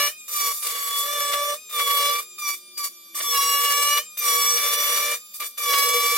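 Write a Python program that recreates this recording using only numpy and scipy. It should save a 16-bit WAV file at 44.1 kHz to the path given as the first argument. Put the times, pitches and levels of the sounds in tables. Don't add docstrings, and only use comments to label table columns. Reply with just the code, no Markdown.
import sys
import numpy as np
from scipy import signal
from scipy.fft import rfft, irfft, next_fast_len
from scipy.io import wavfile

SR = 44100
rng = np.random.default_rng(int(sys.argv[2]) if len(sys.argv) > 2 else 0)


def int16_out(signal):
    q = np.round(np.clip(np.atleast_2d(signal).T, -1, 1) * 32767)
    wavfile.write(sys.argv[1], SR, q.astype(np.int16))


N = 272097
TIME = np.arange(N) / SR
TICK_S = .001
TICKS = np.arange(-.5, 6.3, TICK_S)

# bite t/s, lift t/s, time to press home t/s, ungoverned drag at bite f/Hz
# and at lift f/Hz, first-touch offset/dB, relative level/dB of hiss, rasp, drone and whine,
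# swell of the whine/dB, level/dB of harmonics 2, 3, 4, 5 and 7
PASSES = [(-.5, .08, 0.046, 100.5, 126.5, -8, -29.5, -35, -47, -25.5, -2.5, -28.5, -49, -57, -27, -39),
          (.275, .52, .13, 35.5, 101.5, -7, -30, -42.5, -49.5, -29, 4.5, -35, -41, -39, -33, -49),
          (.5, .64, 0.025, -1.5, 29, -4, -36, -57, -73, -44.5, 1, -50, -61, -58, -63, -50),
          (.62, 1.11, .043, 58.5, 116, 5, -34.5, -44.5, -56, -35, 10.5, -45.5, -45, -47, -47.5, -43),
          (1.07, 1.54, 0.084, 90.5, 118.5, 4.5, -36, -44, -50.5, -29, 4, -39, -38, -66, -38, -37.5),
          (1.69, 2.2, 0.1, 77, 108.5, -9, -32, -40, -42.5, -24, -3, -33.5, -38, -41.5, -41, -41),
          (2.378, 2.545, 0.094, 73.5, 65.5, -0.5, -35.5, -51, -71, -31.5, -20.5, -32, -40, -38, -49, -46),
          (2.77, 2.875, 0.047, 79, 42.5, 5.5, -38, -53.5, -68, -33.5, -9, -39.5, -49, -34, -43, -53),
          (3.143, 3.99, 0.22, 65.5, 113, -2, -31, -42, -46, -26, 2.5, -37.5, -40.5, -44, -32.5, -31),
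          (4.167, 4.57, .095, 63.5, 102.5, -5.5, -28, -39.5, -43, -27, 1, -31.5, -35.5, -39.5, -28.5, -30),
          (4.53, 5.145, 0.037, 75, 82.5, -7, -30.5, -38.5, -45.5, -31, 0.5, -34, -37.5, -44.5, -32.5, -45),
          (5.335, 5.365, 0.015, 13.5, -8, 8.5, -36, -58, -79, -49, 4, -45.5, -59, -46, -57, -58),
          (5.399, 5.465, 0.011, 68.5, 21, 16, -32.5, -48.5, -62, -35, -15, -38, -46, -44, -44, -60),
          (5.571, 6.3, 0.13, 65.5, 89.5, -3.5, -30, -40, -36, -26, -3, -28.5, -32.5, -39, -33.5, -40)]


def from_db(db):
    return 10 ** (np.asarray(db) / 20)


def at_hz(points, hz):
    f, value = np.transpose(points)
    return np.interp(np.log(hz + 1e-9), np.log(f), value)


def columns(rows):
    return np.transpose(rows)[:, :, None]


def strongest(curves):
    return np.interp(TIME, TICKS, np.max(curves, axis=0))


def drift(rate_hz):
    hop = 40
    pole = np.exp(-2 * np.pi * rate_hz * hop / SR)
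    slow = signal.lfilter([1], [1, -2 * pole, pole ** 2], rng.standard_normal(N // hop + 2002))[2000:]
    slow /= np.sqrt(np.mean(slow ** 2) + 1e-20)
    return np.interp(np.arange(N) / hop, np.arange(len(slow)), slow)


def white(gate=1):
    return rng.standard_normal((2, N)) * gate


def colour(spectrum, source):
    # f/Hz, coherence/1
    likeness = [(400, 0.87), (1200, 0.33), (3000, 0.23), (12000, 0.037)]
    size = next_fast_len(N)
    hz = np.arange(size // 2 + 1) * SR / size
    mid, side = rfft(source, size) * from_db(at_hz(spectrum, hz))
    alike = np.clip(at_hz(likeness, hz), 0, 1)
    pair = irfft(mid * np.sqrt(1 + alike) + side * np.sqrt(1 - alike) * [[1], [-1]], size)[:, :N]
    return pair / np.std(pair.mean(axis=0))


def partial(phase, multiple, waver_db):
    apart = np.minimum(.28 * multiple ** .7, .8) * drift(2.5)
    swell = from_db(waver_db * drift(17) - waver_db ** 2 / 10)
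    angles = (multiple * phase + rng.uniform(0, 2 * np.pi)) % (2 * np.pi) + apart * [[1], [-1]]
    return np.sqrt(2) * swell * np.cos(angles.astype(np.float32))


def room_tone():
    # f/Hz, relative level/dB
    ambient_spectrum = [(30, -16), (110, -18), (200, 6), (400, -1.5), (600, 6), (850, -35), (2000, -17.5)]
    return from_db(-69) * colour(ambient_spectrum, white())


def falling_tone():
    # t/s, nominal f/Hz, level/dB
    glide = [(1.3, 414, -78.5), (1.62, 408, -69), (2.25, 377, -63), (2.95, 357, -60.5), (3.12, 338, -62.5),
             (3.3, 332, -63), (3.5, 325, -93)]
    s, *curves = np.transpose(glide)
    hz, level_db = [np.interp(TIME, s, curve) for curve in curves]
    phase = 2 * np.pi * np.cumsum(hz) / SR
    return from_db(level_db + np.array([[-4], [3]])) * partial(phase, .99, waver_db=3.5)


def garage(x, t60_s=.17, wet_db=-13):
    t = TIME[:SR // 2]
    tail = rng.standard_normal((2, len(t))) * from_db(-60 * t / t60_s) * (t > .004)
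    tail /= np.sqrt(np.sum(tail ** 2, axis=1, keepdims=True))
    return x + from_db(wet_db) * signal.fftconvolve(x, tail, axes=1)[:, :N]


def drive(phase, whine_hz, gear_play_rad=.019):
    # f/Hz, level/dB of a harmonic that falls there
    housing = [(1180, -61.5), (2380, -57.5), (2470, -50.5), (3500, -56.5), (4800, -57), (7150, -57.5),
               (7380, -46), (7700, -64), (10800, -57), (11900, -54), (15500, -62)]
    # f/Hz, relative level/dB
    fan_spectrum = [(100, -51), (900, -11), (2000, -10.5), (2700, -7), (3200, 1), (5500, 1), (15500, -26)]
    gear_phase = phase + gear_play_rad * drift(90)
    lines = sum(from_db(at_hz(housing, k * whine_hz)) * partial(gear_phase, k, waver_db=2.4)
                for k in range(1, 14))
    return lines + from_db(-59) * colour(fan_spectrum, white())


def grip(ease_s=.2):
    bite, lift, press_s = columns(PASSES)[:3]
    elapsed = TICKS - bite
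    return np.clip([elapsed / (lift - bite), elapsed / press_s, 1 - (lift - TICKS) / ease_s], 0, 1)


def motor_hz(set_hz=1167, inertia_s=.033, governor_s=.233):
    _, lift, _, first_hz, last_hz = columns(PASSES)[:5]
    along, pressed, eased = grip()
    load = pressed * (1 - .25 * eased) * (TICKS < lift)
    drag = np.max((first_hz + (last_hz - first_hz) * along) * load, axis=0)
    inertia, governor = np.exp(-TICK_S / inertia_s), np.exp(-TICK_S / governor_s)
    lagged_drag = signal.lfilter([1 - inertia], [1, -inertia], drag)
    sag = signal.lfilter([1, -1], [1, -governor], lagged_drag)
    return set_hz - np.interp(TIME, TICKS, sag)


def pass_level(level_db, soft_db, catch_s, fall_db_per_s, swell_db=0):
    bite, lift, _, _, _, touch_db = columns(PASSES)[:6]
    along, pressed, eased = grip()
    held = level_db + (touch_db - soft_db) * (1 - pressed) + swell_db * (along - .5) - 2.5 * eased ** 2
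    attack = 20 * np.maximum(1 - (TICKS - bite) / catch_s, 0)
    decay = fall_db_per_s * np.maximum(TICKS - lift, 0)
    return strongest(held - attack - decay)


def snags():
    # t/s, half length t/s, change of level/dB in hiss, rasp and whine
    events = [(.365, 0.022, 1.5, -1, 5.5), (.58, .025, 3, 3, 0), (.66, 0.027, 0.5, -1, 4),
              (.77, 0.034, -1.5, 1, 0.5), (1.0, 0.034, 7, 1.5, 1), (1.1, 0.014, -1, -4, 3.5),
              (1.34, .015, 3, 9.5, 0), (1.8, .012, -1, 3, -4), (1.848, 0.017, -0.5, -5, -15),
              (1.98, 0.049, 2, 0.5, -1), (2.49, 0.022, 3.5, 4, 5.5), (2.85, 0.019, 8.5, 8, -2),
              (3.21, 0.0072, -12, 12.5, 6), (3.39, 0.015, -1.5, -3, 5.5), (3.98, 0.016, 3.5, 12, 2),
              (4.44, 0.013, -1, 1.5, 1.5), (5.425, 0.02, -3, 11.5, 1), (5.74, 0.014, 2, 13, 0)]
    s, width_s, *extras_db = columns(events)
    bump = np.exp(-((TICKS - s) / width_s) ** 2)
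    return [np.interp(TIME, TICKS, np.sum(db * bump, axis=0)) for db in extras_db]


def ring_level(multiple, edge_db_per_s=350):
    # start t/s, end t/s, multiple of the whine, level/dB
    rings = [(-.1, .065, 2.5, -29), (.33, .43, 5, -38.5), (0.922, 1.49, 3, -32.5), (1.763, 2.14, 3, -30),
             (2.395, 2.45, 4, -45), (2.45, 2.515, 5, -32), (2.78, 2.87, 4, -41), (3.25, 3.42, 3, -35),
             (3.275, 3.6, 5, -28), (3.358, 3.977, 2.5, -29), (3.58, 3.983, 2, -31), (3.7, 3.98, 5, -30.5),
             (4.42, 4.56, 5, -23), (4.62, 4.9, 3, -30.5), (5.03, 5.13, 2, -30), (5.7, 5.9, 2.5, -38.5),
             (5.922, 6.3, 2, -28)]
    start, end, multiples, db = columns(rings)
    outside_s = np.maximum(start - TICKS, 0) + np.maximum(TICKS - end, 0)
    return strongest(np.where(multiples == multiple, db - edge_db_per_s * outside_s, -200))


def panel(level_db):
    # f/Hz, relative level/dB
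    response = [(150, -103), (440, -6), (484, 18.5), (525, -7), (618, -1), (660, -59), (1100, -78)]
    return from_db(level_db) * colour(response, white())


def retrace(scrape, phase, shares):
    out = scrape.copy()
    for strokes, share in enumerate(shares, start=1):
        earlier = np.interp(phase - 2 * np.pi * strokes, phase, np.arange(N))
        out += share * scrape[:, np.round(earlier).astype(int)] * (earlier > 0)
    return out


def rasp(phase, teeth_db, wood_db):
    # f/Hz, relative level/dB
    teeth_spectrum = [(300, -67), (2500, -70.5), (3600, -5), (5700, 0.5), (6600, -1.5), (7700, 2),
                      (12500, 2), (15500, -1.5)]
    # f/Hz, relative level/dB
    wood_spectrum = [(110, -61), (280, -47.5), (380, -6), (690, -4), (850, -18.5), (1100, -2.5),
                     (1420, -6.5), (1750, 1), (2200, -0.5), (2560, -9.5), (2850, 5), (3150, -4),
                     (4100, -1.5), (6500, -20.5), (9000, -19.5)]
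    bursts = np.exp(.46 * np.cos(phase)) * from_db(.3 * drift(160))
    catch = from_db(1.9 * drift(35))
    teeth = colour(teeth_spectrum, retrace(white(bursts), phase, shares=(.33, .4)))
    wood = colour(wood_spectrum, retrace(white(bursts), phase, shares=(.42, .27)))
    return catch * (from_db(teeth_db + 2) * teeth + from_db(wood_db + 5.5) * wood)


def chatter(phase, rise_db_per_s=285, fall_db_per_s=558):
    # start t/s, end t/s, level/dB of order 0.5, order 1.5, higher half orders
    bouts = [(-.1, .08, -39.5, -34.5, -27.5), (1.06, 1.33, -40.5, -44.5, -37),
             (1.34, 1.54, -35, -44, -36.5), (1.8, 2.0, -45.5, -50.5, -38), (2.01, 2.12, -36.5, -47, -27),
             (3.35, 3.55, -70, -40.5, -25.5), (3.55, 3.99, -44.5, -37.5, -27.5),
             (4.27, 4.6, -65, -46.5, -35), (4.63, 5.13, -44, -41, -35), (5.7, 5.95, -47, -38.5, -26),
             (5.95, 6.3, -66, -42, -29)]
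    # multiple of the whine, relative level/dB
    half_orders = [(2.5, -10.5), (3.5, -10), (4.5, -10), (5.5, -14), (7.5, -15), (10.5, -11)]
    start, end, *levels_db = columns(bouts)
    edges = rise_db_per_s * np.maximum(start - TICKS, 0) + fall_db_per_s * np.maximum(TICKS - end, 0)
    sub_db, fifth_db, halves_db = [strongest(db - edges) for db in levels_db]
    unsteady = phase + .1 * drift(50)
    halves = 0
    for k, relative_db in half_orders:
        level_db = np.maximum(halves_db + relative_db, ring_level(k))
        halves += from_db(level_db) * partial(unsteady, k, waver_db=1.8)
    stutter = 1 + .28 * drift(45)
    octave_below = from_db(sub_db) * partial(unsteady, .5, waver_db=.8)
    fifth_above = from_db(fifth_db) * partial(unsteady, 1.5, waver_db=1.8)
    return stutter * (octave_below + fifth_above + halves)


def blade(phase, whine_db, teeth_db, overtones_db, slip_rad=.017):
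    # multiple of the whine, level/dB relative to teeth_db
    high_orders = [(6, -10), (8, -14.5), (9, -11), (10, -4.5), (11, -4), (12, -7)]
    lightness = np.clip((teeth_db - whine_db) / 7, 0, 1) ** 2
    knocks = phase + slip_rad * drift(80) + .14 * lightness * drift(130)
    out = from_db(whine_db + np.array([[-1.4], [1.2]])) * partial(phase, 1, waver_db=.7)
    for k, level_db in zip((2, 3, 4, 5, 7), overtones_db):
        out += from_db(np.maximum(level_db, ring_level(k))) * partial(knocks, k, waver_db=1.8)
    for k, level_db in high_orders:
        out += from_db(teeth_db + level_db) * partial(knocks, k, waver_db=4)
    return out


def cut(phase, skip_db=9.5):
    hiss, wood, drone, whine, swell, *overtones = columns(PASSES)[6:]
    snag_hiss_db, snag_wood_db, snag_whine_db = snags()
    along, pressed, _ = grip()
    stutter_db = skip_db * strongest((1 - pressed) * (along > 0)) * np.abs(drift(23))
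    teeth_db = pass_level(hiss, soft_db=3, catch_s=.0089, fall_db_per_s=356) + snag_hiss_db
    wood_db = pass_level(wood, soft_db=7, catch_s=.0038, fall_db_per_s=598) + snag_wood_db
    whine_db = pass_level(whine, soft_db=7.5, catch_s=.012, fall_db_per_s=1800, swell_db=swell)
    whine_db += snag_whine_db - stutter_db
    overtones_db = [pass_level(db, soft_db=6.5, catch_s=.0065, fall_db_per_s=620) for db in overtones]
    drone_db = pass_level(drone, soft_db=18, catch_s=.0088, fall_db_per_s=412)
    return (panel(drone_db) + blade(phase, whine_db, teeth_db, overtones_db)
            + chatter(phase) + rasp(phase, teeth_db, wood_db))


def scene(bass_cut_hz=140):
    whine_hz = motor_hz() * (1 + .0012 * drift(14))
    phase = 2 * np.pi * np.cumsum(whine_hz) / SR
    tool = drive(phase, whine_hz) + cut(phase)
    tool = signal.sosfilt(signal.butter(2, bass_cut_hz, "high", fs=SR, output="sos"), tool)
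    return falling_tone() + room_tone() + garage(tool)


def record(dry):
    cutoff_hz = 15900
    return signal.sosfilt(signal.ellip(12, .1, 90, cutoff_hz, fs=SR, output="sos"), dry)


dry = scene()
out = record(dry)
int16_out(out)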